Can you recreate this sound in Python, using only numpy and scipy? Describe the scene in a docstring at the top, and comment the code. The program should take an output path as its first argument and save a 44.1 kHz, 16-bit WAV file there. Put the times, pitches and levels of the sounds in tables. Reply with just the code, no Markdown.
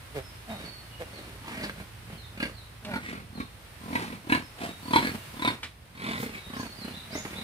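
"""Bamboo pens under an open roof: pigs grunt, snort, snuffle and oink close to two turning microphones.
A grunt is a short run of slow soft-palate flaps: weak ones thump in the throat, strong ones snap and ring
the snout. Snuffles are fluttering turbulent air; oinks are voiced harmonics shaped by throat and nose.
Small birds whistle gliding tones in the trees around, and a far engine hums as low lines, then winds down.
Outdoor noise lies beneath; knocks are dying scrapes, and brushing clothing is hiss over a low rub."""
import sys
import numpy as np
from scipy import signal
from scipy.fft import rfft, irfft
from scipy.io import wavfile
from scipy.ndimage import uniform_filter1d, map_coordinates

SR = 44100
rng = np.random.default_rng(int(sys.argv[2]) if len(sys.argv) > 2 else 0)


def output_pcm(signal):
    """Save a mono or channel-first signal as 16-bit PCM at the path in sys.argv[1].

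    Samples are clipped to [-1, 1] before scaling.
    """
    pcm = np.clip(np.atleast_2d(signal).T, -1, 1) * 32767
    wavfile.write(sys.argv[1], SR, np.round(pcm).astype(np.int16))


N = 327663

TIME = np.arange(N) / SR
FLAP_TIME = np.arange(SR // 14) / SR

# outdoor noise spectrum before normalisation: f/Hz, level per Hz/dB
YARD_SPECTRUM = [(30, 0), (80, 11.5), (270, -5), (2000, -5.5), (4200, -11), (7000, -20), (9000, -14),
                 (15000, -21.5)]
# course of its treble before the overall gain: t/s, level/dB
YARD_TREBLE = [(0.0, -62), (1.59, -62), (2.15, -63.5), (3.37, -66.5), (3.85, -62), (4.3, -64), (5.3, -58.5),
               (5.79, -69.5), (6.31, -62), (7.43, -59.5)]
# engine lines: multiple of the firing rate, level before the fade/dB
ENGINE_LINES = [(2, -56.5), (3, -57.5), (4, -54.5)]
# firing rate before winding down/Hz, start of winding down/s, then its slowing and fading
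ENGINE_HZ, ENGINE_STOP_S, ENGINE_SLOWS_OCTAVES_PER_S, ENGINE_FADE_DB_PER_S = 28.2, 3.1, 0.29, 9

# voiced calls: peak t/s, rise/s, fall/s, level/dB, peak f/Hz, fundamental level over the throat/dB,
# pitch jitter/share
OINKS = [(0.172, .02, 0.032, -32.5, 148, -7, .06), (0.51, .025, 0.058, -36.5, 228.8, 1, .09),
         (1.014, .011, .02, -35.5, 172, -13, .03), (2.897, .036, .036, -37.5, 202.6, -3, 0.039)]

# notes of one bird's phrase: t into the phrase/s, length/s, start f/Hz, end f/Hz, level over the phrase/dB
PHRASE_NOTES = [(0, 0.11, 5380, 5060, -5), (.283, 0.077, 3700, 3830, 3.5), (.41, 0.221, 4490, 4340, 2),
                (0.658, 0.21, 2954, 2755, -6.5)]
# its repeats: t/s, level before distance/dB
PHRASE_STARTS = [(0.206, -53), (4.385, -55.5), (6.142, -54)]
# falling slurs: t/s, f from which the shape is scaled/Hz, level before distance/dB
SLURS = [(1.12, 4470, -53.5), (2.16, 4380, -54), (2.52, 4590, -54.5), (3.32, 4450, -53.5),
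         (6.745, 4950, -47.5), (7.09, 4250, -50.5)]
SLUR_S, SLUR_SHAPE = 0.11, (0.99, .96, .84, .79)  # length/s; pitches/share of the table f
# arched chirps: t/s, top f/Hz, level before distance/dB
CHIRPS = [(2.095, 3280, -59), (6.344, 4110, -54), (6.924, 4150, -46.5), (7.338, 4124, -44)]
CHIRP_S, CHIRP_START, CHIRP_END = 0.077, .76, .83  # length/s; end pitches/share of the top
# rising sweeps: t/s, level before distance/dB
SWEEPS = [(6.53, -52.5), (7.101, -45)]
SWEEP_S, SWEEP_HZ = .1, (4450, 5080, 6850, 6720)  # length/s; pitches passed through/Hz

# spectrum of blown air: f/Hz, level per Hz/dB
AIR_SPECTRUM = [(60, -6), (200, 14.5), (330, 11.5), (470, 2.5), (700, -2), (2200, 2.5), (4200, -6.5),
                (6700, -15.5), (8800, -11), (15000, -34)]
# air blown between grunts: peak t/s, nominal half length/s, level/dB, mouth f/Hz
SNUFFLES = [ (0.632, 0.063, -43, 580), (1.186, 0.17, -48, 549), (1.493, 0.056, -39, 950),
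            (1.576, 0.061, -40, 2000), (1.644, 0.019, -34.5, 4670), (3.071, 0.051, -37.5, 2000),
            (4.017, 0.047, -34.5, 890), (4.647, .056, -35, 715), (6.1, .09, -38, 950),
            (6.355, .05, -42.5, 2300), (6.553, 0.019, -47, 3000), (6.655, 0.014, -41.5, 748),
            (7.318, 0.058, -46, 2220)]

# soft grunts, snout nearly shut: strongest flap t/s, flaps per s, rise/s, fall/s, force level/dB,
# mouth f/Hz, mouth level over the force/dB
SOFT_GRUNTS = [ (1.639, 50, 0.097, 0.069, -40.5, 610, -7.5), (1.802, 48.5, 0.055, 0.029, -43, 586, -13),
               (2.125, 42, 0.061, 0.048, -43, 810, -25), (3.13, 43.5, 0.025, 0.085, -40, 1400, -9),
               (4.125, 42.4, 0.088, 0.04, -39.5, 1020, -13), (5.149, 36.5, .01, 0.019, -35.5, 604, -39),
               (6.231, 32.5, 0.04, 0.063, -34.5, 462, -7.5), (6.849, 32.3, 0.059, 0.12, -38, 580, -28),
               (7.387, 36.7, 0.18, 0.21, -41.5, 826, -17)]
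# snorts, snout open: strongest flap t/s, flaps per s, rise/s, fall/s, force level/dB,
# rasp level over the force/dB, snap drop one rise or fall from the peak/dB, closing/octaves per s,
# then the mouth and up to two more cavities, each (f/Hz, level over the force/dB)
SNORTS = [ (2.4276, 39, 0.041, 0.03, -33, 0, 11, .45, (570, -10), (1600, -7.5), (2830, -6)),
          (2.959, 44.7, 0.067, .028, -33.5, -5.5, 21, 0.49, (1400, -3), (890, -6.5), (1900, -10)),
          (3.403, 40.8, 0.048, 0.027, -34, -8.5, 90, .6, (1100, -8.5)),
          (3.954, 42.4, 0.075, .023, -31.5, -1.8, 150, .97, (950, 0.39), (2000, -1)),
          (4.323, 39.5, .027, 0.041, -23.5, -3.5, 11.5, 0.18, (982, -4), (1700, -2), (2710, -9.5)),
          (4.96, 38.7, .05, 0.036, -24, -1.5, 17.7, .3, (951, 5.4), (3400, -7.5), (4120, -8.5)),
          (5.049, 45.5, 0.062, 0.066, -30.5, -5, 17, .5, (1700, -6.5), (2100, -10), (4250, -13.5)),
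          (5.476, 37, 0.071, 0.029, -29, 0, 12.8, 0.21, (990, 1), (3600, -3.5)),
          (6.088, 44, .08, .11, -35.5, -3.5, 6, .3, (1050, -10), (2000, -12), (3560, -12.5)),
          (6.599, 31, 0.093, 0.061, -35, -18, 10.6, 2, (1020, -7.5), (1640, -9.5), (1600, -14)),
          (7.154, 42.1, 0.035, 0.037, -35, -13, 6.3, 1, (622, -10), (2060, -9.5))]
# snout resonances before they shift with each flap: f/Hz, width/Hz, level/dB
SNOUT = [(1456, 93, 5.5), (2183, 410, 10.5), (3270, 350, 0.5), (4160, 105, 1), (8750, 2500, -8)]
# soft grunts: rasp over the force/dB, its change per dB of mouth, snap drop/dB, closing/octaves per s
SOFT_RASP_DB, RASP_OPEN_SHARE, SOFT_FOCUS_DB, SOFT_CLOSING = -4.5, 0.33, 11, 1.36
# a firm grunt's force level/dB and throat f/Hz; the throat tightens as the force rises
FIRM_DB, THROAT_HZ, THROAT_DB_PER_OCTAVE = -26.5, 300, 30
SLACK_DB_PER_OCTAVE = 69  # weaker flaps ring lower in the throat
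# air blown out as a grunt ends: delay/s, nominal half length/s, level over the rasp/dB
BLOW_DELAY_S, BLOW_S, BLOW_DB = 0.042, .045, -10.5

# knocks and scuffs in the pens: t/s, level/dB, ring f/Hz, t60 of the driving noise/s
KNOCKS = [(1.696, -39, 1590, 0.021), (2.849, -44, 3650, 0.05), (5.631, -36, 3560, .14),
          (7.249, -38.5, 890, 0.088)]
# clothing that brushes past, close by: peak t/s, half length to 1/e/s, hiss level/dB
RUSTLES = [(5.06, 0.3, -52.5), (6.227, 0.042, -41.5)]
# bearing of the pigs as the microphones turn: t/s, lag of the right microphone/ms
BEARING = [(2.5, -0.18), (3.2, 0.36), (5.5, 0.22), (6, -0.3), (7.4, -0.14)]
# imbalance of the microphones: f/Hz, level by which the left is louder/dB
LEAN = [(110, -2), (550, -2), (1000, 1), (3000, -2), (8000, -1)]
EDGE_HZ = 15600  # upper band limit


def amp(db):
    """Decibels to gain."""
    return 10 ** (np.asarray(db) / 20)


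def unit(x):
    """Scales to an rms of one."""
    return x / np.sqrt(np.mean(x ** 2) + 1e-20)


def burst(x):
    """Scales a short sound to the energy of 28 ms at an rms of one."""
    return x * np.sqrt(.028 * SR / np.sum(x ** 2))


def read(points, hz):
    """A spectrum table on a log-frequency axis."""
    f, value = np.transpose(points)
    return np.interp(np.log(hz + 1), np.log(f), value)


def curve(points, t):
    """A time table joined by straight lines."""
    return np.interp(t, *np.transpose(points))


def add(mix, s, sound):
    """Mixes a sound in at s seconds."""
    start = round(s * SR)
    part = mix[max(start, 0):][:len(sound)]
    part += sound[:len(part)]


def ring(x, hz, width_hz):
    """One resonance of gain one."""
    return signal.lfilter(*signal.iirpeak(hz, hz / width_hz, SR), x)


def colour(x, points, size=2048):
    """Causal filter with the given spectrum."""
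    log_gain = np.log(amp(read(points, abs(np.fft.fftfreq(size, 1 / SR)))))
    taps = np.fft.ifft(np.exp(np.conj(signal.hilbert(log_gain)))).real
    return signal.fftconvolve(x, taps[:size // 2])[:len(x)]


def drift(n, per_s):
    """Slow chance of unit size."""
    knots = rng.standard_normal(int(n / SR * per_s) + 2)
    return np.interp(np.arange(n) / SR * per_s, np.arange(len(knots)), knots)


def yard(pigs, hiss_db=15.0, swell=0.47, swell_s=0.016, quiet_db=-46, alike_hz=450):
    """Diffuse-field coherence: bass noise is alike at both microphones; treble swells with pig power."""
    hz, t, z = signal.stft(rng.standard_normal((3, N)), SR, nperseg=1024)
    alike = 1 / (1 + (hz[:, None] / alike_hz) ** 2)
    z = np.sqrt(alike) * z[0] + np.sqrt(1 - alike) * z[1:]
    z *= amp(read(YARD_SPECTRUM, hz))[:, None]
    z /= np.std(signal.istft(z, SR)[1])
    power = abs(uniform_filter1d(pigs ** 2, int(swell_s * SR))) / amp(quiet_db) ** 2
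    level_db = curve(YARD_TREBLE, t)
    usual_db = np.median(level_db)
    swell_db = swell * np.interp(t, TIME, 10 * np.log10(1 + power))
    change_db = level_db - usual_db + swell_db
    treble = np.sqrt(1 - alike)
    return signal.istft(z * amp(hiss_db + usual_db + treble * change_db), SR)[1][:, :N]


def engine(rumble_db=-65, rumble_hz=65):
    """Harmonics of a periodic firing rate: wavering lines in rumble sink and fade as the rate falls."""
    waver = 1 + .004 * drift(N, 12)
    stopping_s = np.maximum(TIME - ENGINE_STOP_S, 0)
    slowing = 2 ** (-ENGINE_SLOWS_OCTAVES_PER_S * stopping_s)
    turns = np.cumsum(ENGINE_HZ * waver * slowing) / SR
    lines = sum(amp(db) * unit(np.sin(2 * np.pi * round(multiple) * turns))
                for multiple, db in ENGINE_LINES)
    noise = rng.standard_normal((2, N))
    rumble = unit(ring(ring(noise, rumble_hz, rumble_hz), rumble_hz, rumble_hz))
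    return (lines + amp(rumble_db) * rumble) * amp(-ENGINE_FADE_DB_PER_S * stopping_s)


def oink(s, rise, fall, db, top_hz, chest_db, jitter, arch_octaves=0.15, sag_octaves_per_s=3,
         throat_width_hz=170, nose_hz=1900, nose_db=-11):
    """Source and filter: a sagging, arched pitch drives a throat at the third harmonic and a nasal buzz."""
    t = np.arange(-2 * rise, 2 * fall, 1 / SR)
    swell = np.exp(-(t / np.where(t < 0, rise, fall)) ** 2)
    pitch = top_hz * 2 ** (arch_octaves * (swell - 1) - sag_octaves_per_s * t)
    turns = np.cumsum(pitch * (1 + jitter * drift(len(t), 247.6))) / SR
    folds = sum(np.cos(2 * np.pi * k * turns) for k in range(1, 16))
    throat = ring(ring(folds, 3 * top_hz, throat_width_hz), 3 * top_hz, 3 * top_hz)
    buzz = folds * rng.standard_normal(len(t))
    nose = ring(ring(buzz, nose_hz, nose_hz / 2), nose_hz, nose_hz)
    fundamental = unit(np.sin(2 * np.pi * turns))
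    voice = unit(throat) + amp(chest_db) * fundamental + amp(nose_db) * unit(nose)
    return s + t[0], amp(db) * swell * unit(voice)


def oinks():
    """Voiced excitation: piglets give short calls at their tabulated pitches."""
    out = np.zeros(N)
    for row in OINKS:
        add(out, *oink(*row))
    return out


def whistle(length, pitches_hz, waver, flutter_db=3):
    """Frequency modulation: a thin, uneven tone glides through evenly spaced pitches."""
    n = int(length * SR)
    glide = np.interp(np.linspace(0, 1, n), np.linspace(0, 1, len(pitches_hz)), pitches_hz)
    hz = uniform_filter1d(glide, n // 4)
    tone = np.sin(2 * np.pi * np.cumsum(hz * (1 + waver * drift(n, 145.0))) / SR)
    return unit(tone * signal.windows.tukey(n, .5) * amp(flutter_db * drift(n, 54.6)))


def birds(phrase_waver=0.006, call_waver=0.012):
    """Near-sinusoidal whistling: one bird repeats a phrase; others slur, chirp and sweep."""
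    out = np.zeros(N)
    for s, db in PHRASE_STARTS:
        for after, length, *pitches, note_db in PHRASE_NOTES:
            add(out, s + after, amp(db + note_db) * whistle(length, pitches, phrase_waver))
    for s, hz, db in SLURS:
        add(out, s, amp(db) * whistle(SLUR_S, hz * np.array(SLUR_SHAPE), call_waver))
    for s, hz, db in CHIRPS:
        arch = hz * np.array([CHIRP_START, 1, CHIRP_END])
        add(out, s, amp(db) * whistle(CHIRP_S, arch, call_waver))
    for s, db in SWEEPS:
        add(out, s, amp(db) * whistle(SWEEP_S, SWEEP_HZ, call_waver))
    return out


def blow(s, length, db, mouth_hz, skew=1.15, flutter_db=4.0, mouth_db=9):
    """Turbulence in a wet snout: fluttering noise excites one mouth resonance."""
    rise, fall = length / skew, length * skew
    t = np.arange(-2 * rise, 2 * fall, 1 / SR)
    flutter = amp(flutter_db * drift(len(t), 225.4))
    air = colour(rng.standard_normal(len(t)) * flutter, AIR_SPECTRUM)
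    air += amp(mouth_db) * ring(air, mouth_hz, 70 + 0.094 * mouth_hz)
    swell = np.exp(-(t / np.where(t < 0, rise, fall)) ** 2 * 0.91)
    return s + t[0], amp(db) * unit(air) * swell


def snuffles():
    """Turbulent airflow: pigs blow and root about between grunts."""
    out = np.zeros(N)
    for row in SNUFFLES:
        add(out, *blow(*row))
    return out


def puff():
    """Impulse with decaying turbulence: the palate snaps and a short spurt of air follows."""
    air = .12 * np.exp(-FLAP_TIME / .012) * rng.standard_normal(len(FLAP_TIME))
    air[0] += 1
    return air


def thump(throat_hz, thump_cycles=0.92, chest_hz=130, chest_db=-2):
    """Damped oscillation: the push of one flap rings the throat and moves the chest."""
    cycles = throat_hz * FLAP_TIME
    throat = np.sin(2 * np.pi * cycles) * cycles * np.exp(-cycles / thump_cycles)
    chest = ring(ring(puff(), chest_hz, 2 * chest_hz), 2 * chest_hz, 10 * chest_hz)
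    return burst(burst(throat) + amp(chest_db) * burst(chest))


def cavity(hz, ring_s=0.016, sag=0.041, rough=0.03):
    """Impulse response of a cavity: one flap rings it as the falling palate lets its pitch sag."""
    t = FLAP_TIME
    pitch = hz * (1 + sag * (np.exp(-t / ring_s) - .5) + rough * drift(len(t), 350))
    return burst(np.sin(2 * np.pi * np.cumsum(pitch) / SR) * np.exp(-(t / ring_s) ** 2))


def rasp():
    """Parallel resonance: one puff excites the broad snout modes, which shift with each flap."""
    air = puff()
    out = 0
    for hz, width, db in SNOUT:
        shifted_hz = hz * 2 ** (.08 * rng.standard_normal())
        out = out + amp(db) * burst(ring(ring(air, shifted_hz, width), shifted_hz, shifted_hz / 4))
    return burst(out)


def grunt(s, rate, rise, fall, force_db, rasp_db, focus_db, closing, mouth, *cavities,
          wander=0.08, shift_octaves=.06, lead_in_db=-10):
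    """Pulsed excitation: flaps swell and fade, thumps outlasting snaps, and blown air follows."""
    out = np.zeros(N)
    mouth_hz, mouth_db = mouth
    throat_hz = THROAT_HZ * 2 ** ((force_db - FIRM_DB) / THROAT_DB_PER_OCTAVE)
    reach = int(rate // 7)  # flaps on either side of the strongest
    for k in range(-reach, reach + 1):
        # the thump is 10 dB down at one rise before the peak and at one fall after it
        away = abs(k) / rate / (rise if k < 0 else fall)
        thump_db, snap_db = -10 * away, -focus_db * away ** 2
        at = s + k / rate + .0003 * np.sqrt(abs(k)) * rng.standard_normal()
        slack = 2 ** (max(thump_db, -20) / SLACK_DB_PER_OCTAVE)
        slack_hz = throat_hz * slack * (1 + wander * rng.standard_normal())
        # all cavities sink as the snout closes; the upper ones also shift from flap to flap
        size = 2 ** (-closing * k / rate)
        shape = size * 2 ** (shift_octaves * (k != 0) * rng.standard_normal())
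        rings = sum(amp(db) * cavity(hz * shape) for hz, db in cavities)
        # the mouth already rings faintly in the lead-in
        ring_db = max(snap_db, thump_db + lead_in_db) if k < 0 else snap_db
        add(out, at, amp(force_db + ring_db + mouth_db) * cavity(mouth_hz * size))
        # the thump starts just before the snap
        add(out, at - .002, amp(force_db + thump_db) * thump(slack_hz))
        add(out, at, amp(force_db + snap_db) * (rings + amp(rasp_db) * rasp()))
    add(out, *blow(s + BLOW_DELAY_S, BLOW_S, force_db + rasp_db + BLOW_DB, mouth_hz))
    return out


def grunts():
    """Aperture and resonance: grown pigs grunt with the snout nearly shut or snort with it open."""
    out = np.zeros(N)
    for s, rate, rise, fall, db, mouth_hz, mouth_db in SOFT_GRUNTS:
        rasp_db = SOFT_RASP_DB + RASP_OPEN_SHARE * mouth_db
        mouth = (mouth_hz, mouth_db)
        out += grunt(s, rate, rise, fall, db, rasp_db, SOFT_FOCUS_DB, SOFT_CLOSING, mouth)
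    for row in SNORTS:
        out += grunt(*row)
    return out


def knocks(ring_db=0):
    """Decaying noise excitation: each short scrape carries a ring of bamboo."""
    out, t = np.zeros(N), np.arange(SR // 6) / SR
    for s, db, hz, t60 in KNOCKS:
        crack = ring(rng.standard_normal(len(t)) * amp(-60 * t / t60), hz, 2 * hz)
        bamboo = amp(ring_db) * ring(crack, hz, 400)
        add(out, s, amp(db) * burst(colour(crack + bamboo, AIR_SPECTRUM)))
    return out


def rustles(edge_hz=4500, rub_hz=115, rub_db=1):
    """Friction noise: brushing clothing gives soft swells of bright hiss over a low rub."""
    swells = sum(amp(db) * np.exp(-((TIME - s) / length) ** 2) for s, length, db in RUSTLES)
    high_pass = signal.butter(2, edge_hz, "high", fs=SR, output="sos")
    hiss = signal.sosfilt(high_pass, rng.standard_normal((2, N)))
    rub = ring(ring(rng.standard_normal(N), rub_hz, rub_hz), rub_hz, rub_hz)
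    return swells * (unit(hiss) + amp(rub_db) * unit(rub))


def echoes(x, t60, gap_s):
    """Diffuse reverberation: dense dying reflections differ at each microphone."""
    t = np.arange(SR // 2) / SR
    tail = rng.standard_normal((2, len(t))) * amp(-60 * t / t60) * (t > gap_s)
    tail /= np.linalg.norm(tail, axis=1, keepdims=True)
    return signal.fftconvolve(x[None], tail, axes=1)[:, :N]


def scene(pen_db=-11, poles_db=-5, bird_db=-4.0, scatter_hz=1300):
    """Arrival-time difference and scattering: pigs arrive with a lag, poles scatter treble, the roof adds a tail."""
    pigs = oinks() + snuffles() + grunts() + knocks()
    lag = curve(BEARING, TIME) * SR / 1000  # in samples
    direct = np.array([map_coordinates(pigs, [np.arange(N) + side * lag / 2]) for side in (1, -1)])
    # long waves pass through the open bamboo, short ones bounce back
    treble = signal.sosfilt(signal.butter(1, scatter_hz, "high", fs=SR, output="sos"), pigs)
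    poles = amp(poles_db) * echoes(treble, 0.084, 0.0014)
    roof = amp(pen_db) * echoes(treble, 0.25, 0.012)
    song = birds()
    trees = amp(5) * echoes(song, 0.45, 0.003)
    far = amp(bird_db) * (song / 2 + trees) + engine() + yard(pigs)
    return direct + poles + roof + far + rustles()


def record(dry):
    """Transducer response: two microphones differ in colour, lose deep bass and share an upper band limit."""
    lean_db = read(LEAN, np.fft.rfftfreq(N, 1 / SR))
    heard = irfft(rfft(dry) * amp([lean_db / 2, -lean_db / 2]), N)
    thin = signal.sosfilt(signal.butter(4, 46, "high", fs=SR, output="sos"), heard)
    low_pass = signal.firwin(511, EDGE_HZ, window=("kaiser", 9), fs=SR)
    return signal.oaconvolve(thin, low_pass[None], "same")


dry = scene()
out = record(dry)
output_pcm(out)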